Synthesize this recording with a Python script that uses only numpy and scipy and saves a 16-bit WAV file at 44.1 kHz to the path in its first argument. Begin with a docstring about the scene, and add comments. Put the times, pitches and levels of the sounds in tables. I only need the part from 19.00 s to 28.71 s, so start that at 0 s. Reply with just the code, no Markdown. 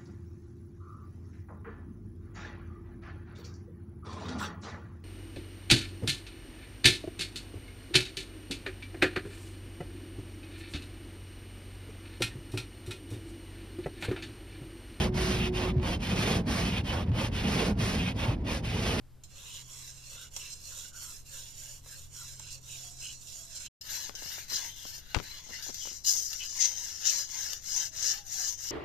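"""A hand scours a metal pan with gritty soil in a yard, about three strokes a second. The grains catch
and slip as trains of clicks that ring the pan, with cracks, grinding drags, chattering grains and knocks.
It is heard from the front, then, after a short silence, from the side, where fingers bump, snap and press
the microphone housing (filtered noise and pulses). Behind are bird calls and a far engine, made of
wavering tones, and the open air, made of coloured noise."""
import sys
import numpy as np
from scipy import signal
from scipy.fft import rfft, irfft
from scipy.io import wavfile
from scipy.ndimage import uniform_filter1d, map_coordinates

SR = 44100
rng = np.random.default_rng(int(sys.argv[2]) if len(sys.argv) > 2 else 0)


def int16_out(signal):
    """Quantize to a 16-bit WAV file."""
    q = np.round(np.clip(np.atleast_2d(signal).T, -1, 1) * 32767)
    wavfile.write(sys.argv[1], SR, q.astype(np.int16))


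N = 428211
TIME, HZ = np.arange(N) / SR, np.fft.rfftfreq(N, 1 / SR)


def amp(db):
    """Turns decibels into gain."""
    return 10 ** (np.asarray(db) / 20)


def unit(x):
    """Scales to rms 1."""
    return x / np.sqrt(np.mean(x ** 2) + 1e-20)


def read(points, hz):
    """Reads a spectrum table on a log-frequency axis."""
    f, value = np.transpose(points)
    return np.interp(np.log(hz + 1), np.log(f), value)


def follow(rows):
    """Turns each column of a curve table into one value a sample."""
    s, *columns = np.transpose(rows)
    return [np.interp(TIME, s, column) for column in columns]


def wander(per_s):
    """A smooth random curve of rms 1 that moves at rates up to about per_s."""
    return unit(irfft(rfft(rng.standard_normal(N)) / (1 + (HZ / per_s) ** 4), N))


def dying(t, t60):
    """Decay that starts at t = 0 and is 60 dB down after t60 seconds."""
    return (t >= 0) * np.exp(-np.log(1000) * np.maximum(t, 0) / t60)


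def add(mix, s, sound):
    """Adds a stereo sound at time s."""
    part = mix[:, round(s * SR):][:, :sound.shape[1]]
    part += sound[:, :part.shape[1]]


def sides(balance_db):
    """Left and right gains whose mean is 1, for a given left minus right level."""
    pair = amp(np.array([balance_db, -balance_db]).reshape(2, -1) / 2)
    return pair / pair.mean(0)


def causal(gain):
    """Impulse response with this gain: a sharp start, then ringing (minimum phase)."""
    log_gain = np.log(np.maximum(gain, 1e-5))
    circle = np.concatenate([log_gain, log_gain[:, -2:0:-1]], axis=1)
    return np.fft.ifft(np.exp(np.conj(signal.hilbert(circle)))).real


# sweeps of the hand, heard from the front; levels are before the mix of soil grades:
# (start_s, length_s, fastest_point 0-1, rasp_db, sand_db re rasp, dust_db re rasp)
FRONT_STROKES = [(0.247, 0.39, 0.91, -51.5, -3.5, -9.5), (0.585, 0.42, 0.53, -50, -7, -10),
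                 (0.893, 0.41, 0.74, -51, -5, -9.5), (1.299, 0.32, 0.34, -48.5, -8, -10.5),
                 (1.547, 0.38, 0.64, -47, -9.5, -9), (1.919, 0.33, 0.29, -48, -9.5, -7.5),
                 (2.232, 0.37, 0.3, -50.5, -7.5, -8), (2.517, 0.32, 0.37, -50.5, -8.5, -7),
                 (2.81, 0.3, 0.38, -52.5, -8, -6), (3.078, 0.39, 0.3, -50, -9, -10),
                 (3.354, 0.26, 0.58, -52, -6, -12), (3.595, 0.48, 0.29, -49.5, -10.5, -10),
                 (3.947, 0.28, 0.33, -46.5, -13.5, -15), (4.176, 0.44, 0.25, -50, -12.5, -10),
                 (4.414, 0.26, 1, -48.5, -7.5, -13.5)]
# relative colour of the rasp from the front: (pitch_hz, level_db per Hz)
FRONT_COLOUR = [(250, -34.5), (520, -16), (800, -25), (1400, -14.5), (2000, -18), (2800, -14.5),
                (4500, -14.5), (5800, -3.5), (6800, 2.5), (8300, -1), (9600, -3.5), (10900, -7.5),
                (12000, -4.5), (14000, -4.5)]
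# left minus right from the front: (pitch_hz, balance_db)
FRONT_BALANCE = [(500, -1), (3000, 0), (5000, -2), (7000, -10), (8600, 3), (10300, -4.5), (12500, 4.5),
                 (14000, 2.5)]


def front_scouring():
    """Fresh, wet soil: a dense rasp with small flecks."""
    grains = grit(per_s=7000, spread_db=0.8, clump_db=1.0, clump_rate=13)
    grades_db = [-4.5, 1.5, -2.0, -0.2, 3.5]
    rasp = scour(grains, FRONT_STROKES, FRONT_COLOUR, FRONT_BALANCE, grades_db)
    return rasp + flecks(FRONT_STROKES, db=-20)


# sweeps of the hand, heard from the side; levels are before the mix of soil grades:
# (start_s, length_s, fastest_point 0-1, rasp_db, sand_db re rasp, dust_db re rasp)
SIDE_STROKES = [(4.815, 0.33, 0.41, -42, -5.5, -7.5), (5.111, 0.37, 0.61, -43.5, -5.5, -7.5),
                (5.462, 0.3, 0.24, -42, -3, -7.5), (5.659, 0.36, 0.83, -48, -6, -6),
                (5.919, 0.51, 0.9, -53, 0.5, -6.5), (6.385, 0.43, 0.39, -47.5, -5.5, -12),
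                (6.667, 0.38, 0.48, -41.5, -16.5, -13.5), (7.033, 0.31, 0.16, -33.5, -20.5, -10.5),
                (7.277, 0.49, 0.1, -41.5, -14.5, -13.5), (7.54, 0.63, 0, -39.5, -11, -13),
                (7.981, 0.3, 0.46, -33.5, -12.5, -13), (8.226, 0.4, 0.52, -40, -10, -11.5),
                (8.596, 0.31, 0.66, -36, -12.5, -11.5), (8.9, 0.35, 0.4, -39.5, -7, -10.5),
                (9.22, 0.35, 0.67, -37.5, -13, -11), (9.539, 0.21, 0.78, -41, -12.5, -10.5)]
# relative colour of the rasp from the side: (pitch_hz, level_db per Hz)
SIDE_COLOUR = [(250, -26), (550, -26), (1050, -28.5), (1650, -16), (2350, -20), (3000, -13), (3900, -13),
               (5000, 0.5), (6400, 1), (7700, -12), (9300, -22.5), (10800, -28.5), (11500, -17.5),
               (14000, -14.5)]
# left minus right from the side: (pitch_hz, balance_db)
SIDE_BALANCE = [(800, -2.5), (1700, 2.5), (4300, 3.5), (5200, 5), (6400, 19.5), (7700, -1), (10000, -9),
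                (13500, 5.5)]
# the rasp brightens; each grade of soil takes its own share of this: (time_s, brightness_db)
SIDE_BRIGHTNESS = [(6.5, 2), (7.0, 3.5), (9.7, 4.5)]


def side_scouring(lag_samples=2):
    """The flat palm presses harder, with the bowl open toward the microphone: louder and coarser."""
    grains = grit(per_s=5000, spread_db=-1.0, clump_db=1.05, clump_rate=30.0)
    grades_db = [-5.0, 1.43, -2.5, -3.0, 5.0]
    brightness_db = follow(SIDE_BRIGHTNESS)[0]
    rasp = scour(grains, SIDE_STROKES, SIDE_COLOUR, SIDE_BALANCE, grades_db, brightness_db)
    left, right = rasp + flecks(SIDE_STROKES, db=-13.5, low_hz=3320) * sides(2.4)
    return np.array([np.roll(left, lag_samples), right])  # the left port lies a little farther away


# coarse sand, fine sand, coarse grit, fine grit and dust lie between these: (edge_hz)
GRADE_EDGES_HZ = [250, 2400, 4000, 5600, 8500, 14400]
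BRIGHTNESS_SHARE = [0.53, 0.12, -1.7, 1.0, -0.19]  # one a grade


def scour(grains, strokes, colour, balance, grades_db, brightness_db=0, shift_db=1.32, shift_per_s=30):
    """Each grade of soil excites its own range of the pan; their mix shifts as the soil rolls."""
    forces = np.sqrt(sweeps(strokes) ** 2 + bites() ** 2)
    hz, out = np.fft.rfftfreq(4096, 1 / SR) + 1, np.zeros((2, N))
    body = amp(read(colour, hz)) * pan_modes(hz) * sides(read(balance, hz))
    grades = zip(forces, cracks(), GRADE_EDGES_HZ, GRADE_EDGES_HZ[1:], grades_db, BRIGHTNESS_SHARE)
    for force, crush, low, high, db, share in grades:
        band = 1 / np.sqrt((1 + (low / hz) ** 16) * (1 + (hz / high) ** 16))
        response = causal(body * band)
        shift = shift_db * np.clip(wander(shift_per_s), -2, 1)
        rasp = grains * force * amp(share * brightness_db + shift)
        crushing = crush * rng.standard_normal((2, N))
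        drive = amp(db) * (rasp * rng.choice([-1, 1], N) + crushing)
        out += signal.oaconvolve(drive, response / np.linalg.norm(response.mean(0)), axes=1)[:, :N]
    return wall_echo(bowl(out))


SPEED_POWER = 1.16  # the rasp grows with the speed of the hand to this power


def sweeps(strokes):
    """The hand speeds up and slows to a turn; gives the force on each grade of soil."""
    power = np.zeros((len(GRADE_EDGES_HZ) - 1, N))
    for start, length, fastest, db, sand_db, dust_db in strokes:
        now = (TIME > start) & (TIME < start + length)
        peak = np.clip(fastest, .05, .95)
        way = np.interp((TIME[now] - start) / length, [0, peak, 1], [0, .5, 1])
        force = amp(db) * abs(np.sin(np.pi * way)) ** SPEED_POWER
        power[:, now] += np.outer(amp([sand_db, sand_db, 0, 0, dust_db]), force) ** 2
    return np.sqrt(power)


# large grains cracking under the hand; levels are before the mix of soil grades:
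# (time_s, level_db, decay_s to 60 dB down)
CRACKS = [(0.236, -49, 0.09), (1.363, -35.5, 0.06), (3.395, -44.5, 0.04), (4.811, -43, 0.1),
          (5.151, -37, 0.048), (5.499, -38.5, 0.05), (6.624, -38, 0.08), (6.743, -36, 0.047),
          (7.047, -36, 0.045), (7.330, -28, 0.034), (8.532, -28, 0.016)]
# share of a crack on each grade, coarse sand to dust: (level_db)
CRACK_GRADES_DB = [-14, -7, 0, 0, -11]


def cracks():
    """A large grain is crushed in a brief burst; gives its force on each grade of soil."""
    surge = sum(amp(db) * dying(TIME - s, t60) for s, db, t60 in CRACKS)
    return np.outer(amp(CRACK_GRADES_DB), surge)


# a hard grain is trapped under the palm and chatters along; levels are before the mix of soil grades:
# (start_s, length_s, level_db, dust_db re level)
BITES = [(1.493, 0.053, -47.5, -15), (3.496, 0.067, -50, -12), (4.546, 0.042, -45.5, -14),
         (5.527, 0.05, -34.5, -15), (6.615, 0.1, -44, -14.5), (7.059, 0.086, -32.5, -7),
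         (7.598, 0.066, -27, -25), (8.045, 0.066, -29.5, -32), (9.019, 0.11, -33, -18)]
# share of a bite on coarse sand, fine sand, coarse grit, fine grit: (level_db re the bite)
BITE_GRADES_DB = [-23.5, -13.5, 2, -1]
BITE_EDGE_S = 0.0092  # how long the grain takes to grip or let go
CHATTER_DB, CHATTER_PER_S = 9, 150  # depth and mean rate of the chatter


def bites():
    """A trapped grain grips quickly, slips in a quick uneven train, then breaks free."""
    power = np.zeros((len(GRADE_EDGES_HZ) - 1, N))
    for s, length, db, dust_db in BITES:
        grip = np.clip(np.minimum(TIME - s, s + length - TIME) / BITE_EDGE_S, 0, 1)
        power += np.outer(amp([*BITE_GRADES_DB, dust_db]) ** 2, (amp(db) * grip) ** 2)
    slip_rate = CHATTER_PER_S * (1 + .5 * wander(CHATTER_PER_S))
    since_slip = np.cumsum(slip_rate) / SR % 1  # 0-1 from one slip to the next
    return np.sqrt(power) * unit(amp(-CHATTER_DB * since_slip))


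def grit(per_s, spread_db, clump_db, clump_rate):
    """Grains catch and slip: clicks of unequal size, in clumps as the soil rolls under the hand."""
    spread = spread_db * np.minimum(rng.exponential(1, N), 5)
    clump = clump_db * np.minimum(wander(clump_rate), 1)
    clicks = amp(spread + clump) * (rng.random(N) < per_s / SR)
    return two_ports(unit(clicks * rng.choice([-1, 1], (2, N))))


# likeness of the two channels: (pitch_hz, likeness 0-1)
LIKENESS = [(100, 0.56), (700, 0.4), (1400, 1), (2100, 0.37), (3000, 0.89), (4800, 0.9), (6500, 0.26),
            (9000, 0), (14000, 0.33)]


def two_ports(pair):
    """Makes two unrelated signals partly alike, by a different amount at each pitch."""
    a, b = rfft(pair)
    same = np.clip(read(LIKENESS, HZ), 0, 1)
    return irfft(np.array([a, same * a + np.sqrt(1 - same ** 2) * b]), N)


# ringing of the pan over the rasp colour: (pitch_hz, width_hz, relative level_db)
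PAN = [(544, 41, 6), (970, 120, 6.5), (1620, 190, 1), (2180, 130, 1), (2800, 140, 8.5), (3400, 50, 11.5),
       (4075, 250, 9.5), (4800, 150, 1), (5027, 59, 7.5), (5453, 70, 1), (5720, 74, 2), (6330, 60, -3),
       (6740, 250, -2.5), (7410, 220, 1.5)]


def pan_modes(hz, freedom_db=0, bend=0):
    """Gain of the pan's resonances over a flat ground; freedom_db raises or damps each, bend detunes it."""
    f, width, db = np.transpose(PAN)
    distance = 2 * (hz[:, None] - f * (1 + bend)) / width
    peaks = amp(db + freedom_db) ** 2 / (1 + distance ** 2) * 2
    return np.sqrt(1 + peaks.sum(1))


def bowl(x, echo=0.99, echo_t60=0.0069, ring_t60=0.096, laps_per_s=1.6, damping_db=2.0, count=8):
    """The hand passes spots of the bowl, each with its own reflections, faint ring and mix of modes."""
    t, out = np.arange(SR // 8) / SR, np.zeros((2, N))
    ring, hz = .7, np.fft.rfftfreq(2048, 1 / SR)
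    place = count * laps_per_s * TIME + wander(1.69)
    for spot in range(count):
        away = abs((place - spot + count / 2) % count - count / 2)
        early, late = rng.standard_normal((2, len(t)))
        # soil and the holding hand damp the metal, so the ring stays below the direct click
        reflections = echo * unit(early * dying(t, echo_t60))
        ringing = ring * unit(late * dying(t, ring_t60))
        response = (reflections + ringing) / np.sqrt(len(t))
        response[0] = 1
        # the reflections ripple the colour but leave its broad outline alone
        outline = np.sqrt(uniform_filter1d(abs(rfft(response)) ** 2, size=200))
        outline = np.interp(hz, np.fft.rfftfreq(len(t), 1 / SR), outline)
        bend = .03 * rng.standard_normal(len(PAN))
        freedom_db = damping_db * (rng.standard_normal(len(PAN)) - damping_db / 10)
        modes = pan_modes(hz, freedom_db, bend) / pan_modes(hz)
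        response = signal.fftconvolve(response, causal((modes / outline)[None])[0])
        near = np.cos(np.pi / 2 * np.minimum(away, 1))
        out += signal.oaconvolve(x * near, response[None], axes=1)[:, :N]
    return out


# reflection from the bowl's wall: its strength, its delay, and how far (a share of the delay)
# and how often the hand changes that delay
WALL_SHARE = 0.28
WALL_DELAY_S, WALL_SWING, WALL_MOVES_PER_S = 0.0013, 0.305, 3.83


def wall_echo(x):
    """The wall reflects each scrape over a path that changes as the hand moves: the colour keeps shifting."""
    delay = WALL_DELAY_S * (1 + WALL_SWING * np.tanh(wander(WALL_MOVES_PER_S)))
    echo = np.array([map_coordinates(side, [(TIME - delay) * SR], order=3) for side in x])
    return (x + WALL_SHARE * echo) / np.hypot(1, WALL_SHARE)


def flecks(strokes, db, per_s=260, spread_db=-1.5, t60=0.032, low_hz=2600, high_hz=7200, count=24):
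    """Single hard grains skip over the metal, each with a tiny ping at one of a set of pitches."""
    t, out = np.arange(SR // 40) / SR, np.zeros((2, N))
    spread = amp(spread_db * np.minimum(rng.exponential(1, N), 4))
    skips = unit(spread * (rng.random(N) < per_s / SR))
    size = sweeps(strokes)[2] * skips
    kind = rng.integers(0, count, N)
    for k, hz in enumerate(np.geomspace(low_hz, high_hz, count)):
        ping = np.sin(2 * np.pi * (hz * t + rng.random((2, 1)))) * dying(t, t60)
        out += signal.oaconvolve((size * (kind == k))[None], ping / np.linalg.norm(ping[0]), axes=1)[:, :N]
    return amp(db) * out


# the hand drags and grinds with a rough pitch; levels are before the trim and the bowl:
# (middle_s, length_s, first_pitch_hz, last_pitch_hz, level_db)
DRAGS = [(0.387, 0.054, 2800, 2740, -59), (0.502, 0.1, 2670, 2950, -48.5), (1.217, 0.15, 1530, 1380, -57.5),
         (1.449, 0.15, 2840, 2800, -46), (1.738, 0.094, 1620, 1280, -61), (1.844, 0.1, 1390, 1530, -58),
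         (2.02, 0.25, 1480, 1310, -55.5), (2.357, 0.14, 1700, 1580, -58.5), (2.66, 0.11, 1550, 1740, -64),
         (2.927, 0.094, 1680, 1640, -54), (3.21, 0.14, 1600, 1240, -58), (3.474, 0.1, 2850, 2750, -53),
         (3.73, 0.13, 2920, 2600, -52), (4.068, 0.13, 2800, 2920, -45.5), (4.66, 0.035, 3120, 2900, -47),
         (5.217, 0.24, 1540, 1730, -57), (5.367, 0.17, 1850, 2500, -53.5), (5.812, 0.25, 3530, 3100, -52),
         (6.324, 0.12, 2180, 2080, -58), (6.556, 0.097, 1910, 2080, -47), (6.853, 0.17, 3440, 2800, -47.5),
         (7.431, 0.1, 3000, 2880, -40), (7.62, 0.13, 1980, 2080, -45), (8.08, 0.14, 2800, 3020, -44),
         (8.415, 0.24, 1730, 1420, -54.5), (8.814, 0.097, 1600, 1670, -49), (9.08, 0.18, 1510, 1730, -49),
         (9.416, 0.1, 1620, 1770, -48)]


def drags(width_share=0.097, trim_db=-3, size=14000):
    """Soil judders under the fingers: grit rings one gliding resonance, broader when it starts higher."""
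    grains, out = grit(per_s=2200, spread_db=-0.4, clump_db=3.5, clump_rate=35), np.zeros((2, N))
    t = np.arange(size) / SR
    for s, length, first_hz, last_hz, db in DRAGS:
        way = np.minimum(t / length, 1)
        smooth = signal.bessel(2, width_share * first_hz / 2, norm="mag", fs=SR)
        turn = np.exp(2j * np.pi * np.cumsum(first_hz + (last_hz - first_hz) * way) / SR)
        drive = np.take(grains, round(s * SR) + np.arange(size), axis=1, mode="wrap")
        # shift the gliding pitch down to zero, smooth there, shift back
        judder = (turn * signal.lfilter(*smooth, drive / turn)).real
        add(out, s - length / 2, amp(db + trim_db) * unit(judder) * np.sin(np.pi * way))
    return out


# the pan knocking on the ground: (time_s, level_db)
KNOCKS = [(1.365, -47.5), (2.861, -54), (3.397, -51), (8.531, -55)]


def knocks(t60=0.077, dull_hz=1700, size=4096):
    """The held pan rocks on the earth: a dull, damped clank."""
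    t, hz, out = np.arange(size) / SR, np.fft.rfftfreq(size, 1 / SR), np.zeros((2, N))
    response = causal((pan_modes(hz) * hz / (hz + 200) / (1 + (hz / dull_hz) ** 2))[None])
    for s, db in KNOCKS:
        blow = rng.standard_normal((1, size)) * dying(t, t60)
        add(out, s, amp(db) * signal.fftconvolve(blow, response / np.linalg.norm(response)))
    return out


# fingers bumping the microphone housing:
# (time_s, level_db, centre_hz, decay_s to 60 dB down, left minus right balance_db)
BUMPS = [(5.094, -46.5, 397, 0.058, 40), (5.222, -46, 380, 0.05, 19), (5.38, -47.5, 254, 0.045, 24),
         (5.512, -52, 219, 0.17, 22), (5.851, -44, 298, 0.032, 23), (6.146, -26, 1420, 0.043, 29),
         (6.157, -32.5, 127, 0.17, 30), (6.165, -33, 925, 0.051, 16), (6.201, -36, 795, 0.023, 24),
         (6.504, -50, 298, 0.076, 25), (6.689, -42.5, 206, 0.068, 28)]


def bumps(crackle_db=4, size=8192):
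    """Short, crackling rubs on the housing, from dull thuds to sharp ticks, mostly in the left port."""
    t, out = np.arange(size) / SR, np.zeros((2, N))
    for s, db, hz, t60, balance_db in BUMPS + fidgets():
        shape = dying(t, t60)
        crackle = np.repeat(rng.standard_normal(size), 32)[:size]
        slips = rng.standard_normal(size) * amp(crackle_db * crackle)
        rub = signal.lfilter(*signal.butter(1, [hz / 2, hz * 2], "band", fs=SR), slips * shape)
        rub = signal.lfilter(*signal.butter(2, min(7 * hz, 6000), fs=SR), rub)
        add(out, s, amp(db) * sides(balance_db) * rub * np.linalg.norm(shape) / np.linalg.norm(rub))
    return out


def fidgets(from_s=5.1, to_s=7.7, db=-54, spread_db=4.0, hz=220, t60=0.058, balance_db=21, count=12):
    """Faint, irregular taps of the fingers as they shift their grip; rows like those of BUMPS."""
    rows = []
    for _ in range(count):
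        s, level_db = rng.uniform(from_s, to_s), db + spread_db * rng.standard_normal()
        rows.append((s, level_db, hz * 2 ** rng.uniform(-1, 1), t60, balance_db))
    return rows


# sharp snaps of the housing under the fingers: (time_s, level_db before the low-pass, width_s)
SNAPS = [(5.0953, -20.5, 0.00011), (5.858, -52, 0.00044), (6.1456, -13, 0.000078), (6.1483, -4, 0.000082),
         (6.1555, -24, 0.000068), (6.1562, -21, 0.00018), (6.1877, -18, 0.000093), (6.194, -21, 0.000088),
         (6.2, -24, 0.00033)]


def snaps(top_hz=6000, balance_db=22, ring_hz=1150, ring=0.077, ring_t60=0.007, size=1024):
    """The housing snaps: single pulses, the shorter the brighter, each with a brief hollow ring."""
    t, out = np.arange(size) / SR, np.zeros((2, N))
    for s, db, width in SNAPS:
        click = np.gradient(t * np.exp(-t / width)) * SR
        pulse = click + ring * np.sin(2 * np.pi * ring_hz * t) * dying(t, ring_t60)
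        add(out, s, amp(db) * sides(balance_db) * signal.lfilter(*signal.butter(3, top_hz, fs=SR), pulse))
    return out


# the hardest bump also presses on the housing; the level scales both halves of the pulse
THUMP_S, THUMP_DB, THUMP_WIDTH_S, THUMP_BALANCE_DB = 6.1683, -18, 0.0027, 25
THUMP_REBOUND = 2.3  # the housing springs back this much more slowly


def thump():
    """A low thump: the housing is pressed in and springs back."""
    u = (TIME - THUMP_S) / THUMP_WIDTH_S
    press = np.exp(-u ** 2 / 2)
    rebound = np.exp(-(u / THUMP_REBOUND) ** 2 / 2) / THUMP_REBOUND
    return amp(THUMP_DB) * sides(THUMP_BALANCE_DB) * (rebound - press)


# far bird, one table a call; pitch and level waver around these: (time_s, pitch_hz, level_db)
BIRD = [
    [(3.7, 686, -80), (3.87, 712, -67), (4.12, 700, -88), (4.42, 680, -70.5), (4.55, 655, -76)],
    [(8.87, 625, -72), (9.08, 710, -70), (9.19, 850, -63), (9.3, 720, -77), (9.41, 760, -61),
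     (9.5, 735, -76)],
]


def bird(hoarse=0.028, flutter_db=2.5):
    """Long, thin calls from far away: gliding tones whose wavering pitch makes them slightly hoarse."""
    out = np.zeros(N)
    for call in BIRD:
        hz, db = follow(call)
        turns = np.cumsum(hz * (1 + hoarse * wander(99.0))) / SR
        sounding = uniform_filter1d(1. * (TIME > call[0][0]) * (TIME < call[-1][0]), size=1500)
        out += sounding * amp(db + flutter_db * wander(33)) * unit(np.sin(2 * np.pi * turns))
    return out


ENGINE_HZ = 42.5  # mean firing rate
# far engine; levels waver around these: (multiple of firing rate, front level_db, side level_db)
ENGINE = [(2, -64.5, -71), (3, -63, -68.5)]


def engine(column, waver_db=2, drift=0.00389):
    """Only the low firing harmonics of the far engine arrive, wavering on the way."""
    turns, out = np.cumsum(ENGINE_HZ * (1 + drift * wander(0.84))) / SR, np.zeros(N)
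    for row in ENGINE:
        tone = unit(np.sin(2 * np.pi * round(row[0]) * turns))
        out += amp(row[column] + waver_db * wander(0.99)) * tone
    return out


# relative colour of the air of the yard: (pitch_hz, level_db per Hz)
AIR = [(20, 4), (40, -4.5), (60, -5.5), (110, -9.5), (200, -18.5), (400, -25), (900, -30.5), (2000, -37),
       (14000, -41.5)]


def yard(air_db, balance_db):
    """Low rumble and faint hiss of open air: steady coloured noise."""
    air = irfft(rfft(two_ports(rng.standard_normal((2, N)))) * amp(read(AIR, HZ)), N)
    return amp(air_db) * sides(balance_db) * unit(air)


def during(span):
    """Opens and shuts within a few milliseconds."""
    return uniform_filter1d(1. * (TIME > span[0]) * (TIME < span[1]), size=200)


# when each listening position is heard: (start_s, end_s)
FRONT_SPAN = (-.1, 4.682)
SIDE_SPAN = (4.809, 9.9)


def scene():
    """The two listening positions, one after the other."""
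    grinding = bowl(drags(), echo=0.21)
    shared = knocks() + bumps() + snaps() + thump() + bird()
    front = front_scouring() + grinding
    front = front + engine(column=1) + yard(air_db=-54.0, balance_db=0.5)
    side = side_scouring() + grinding * sides(6.6)
    side = side + engine(column=2) * sides(0.67) + yard(air_db=-54.5, balance_db=2.0)
    return during(FRONT_SPAN) * (front + shared) + during(SIDE_SPAN) * (side + shared)


EDGE_HZ = 14550  # top of the recorder's band


def record(dry):
    """The recorder's band limit: a steep low-pass."""
    low_pass = signal.firwin(401, EDGE_HZ, window=("kaiser", 8), fs=SR)
    return signal.oaconvolve(dry, low_pass[None], "same")


dry = scene()
out = record(dry)
int16_out(out)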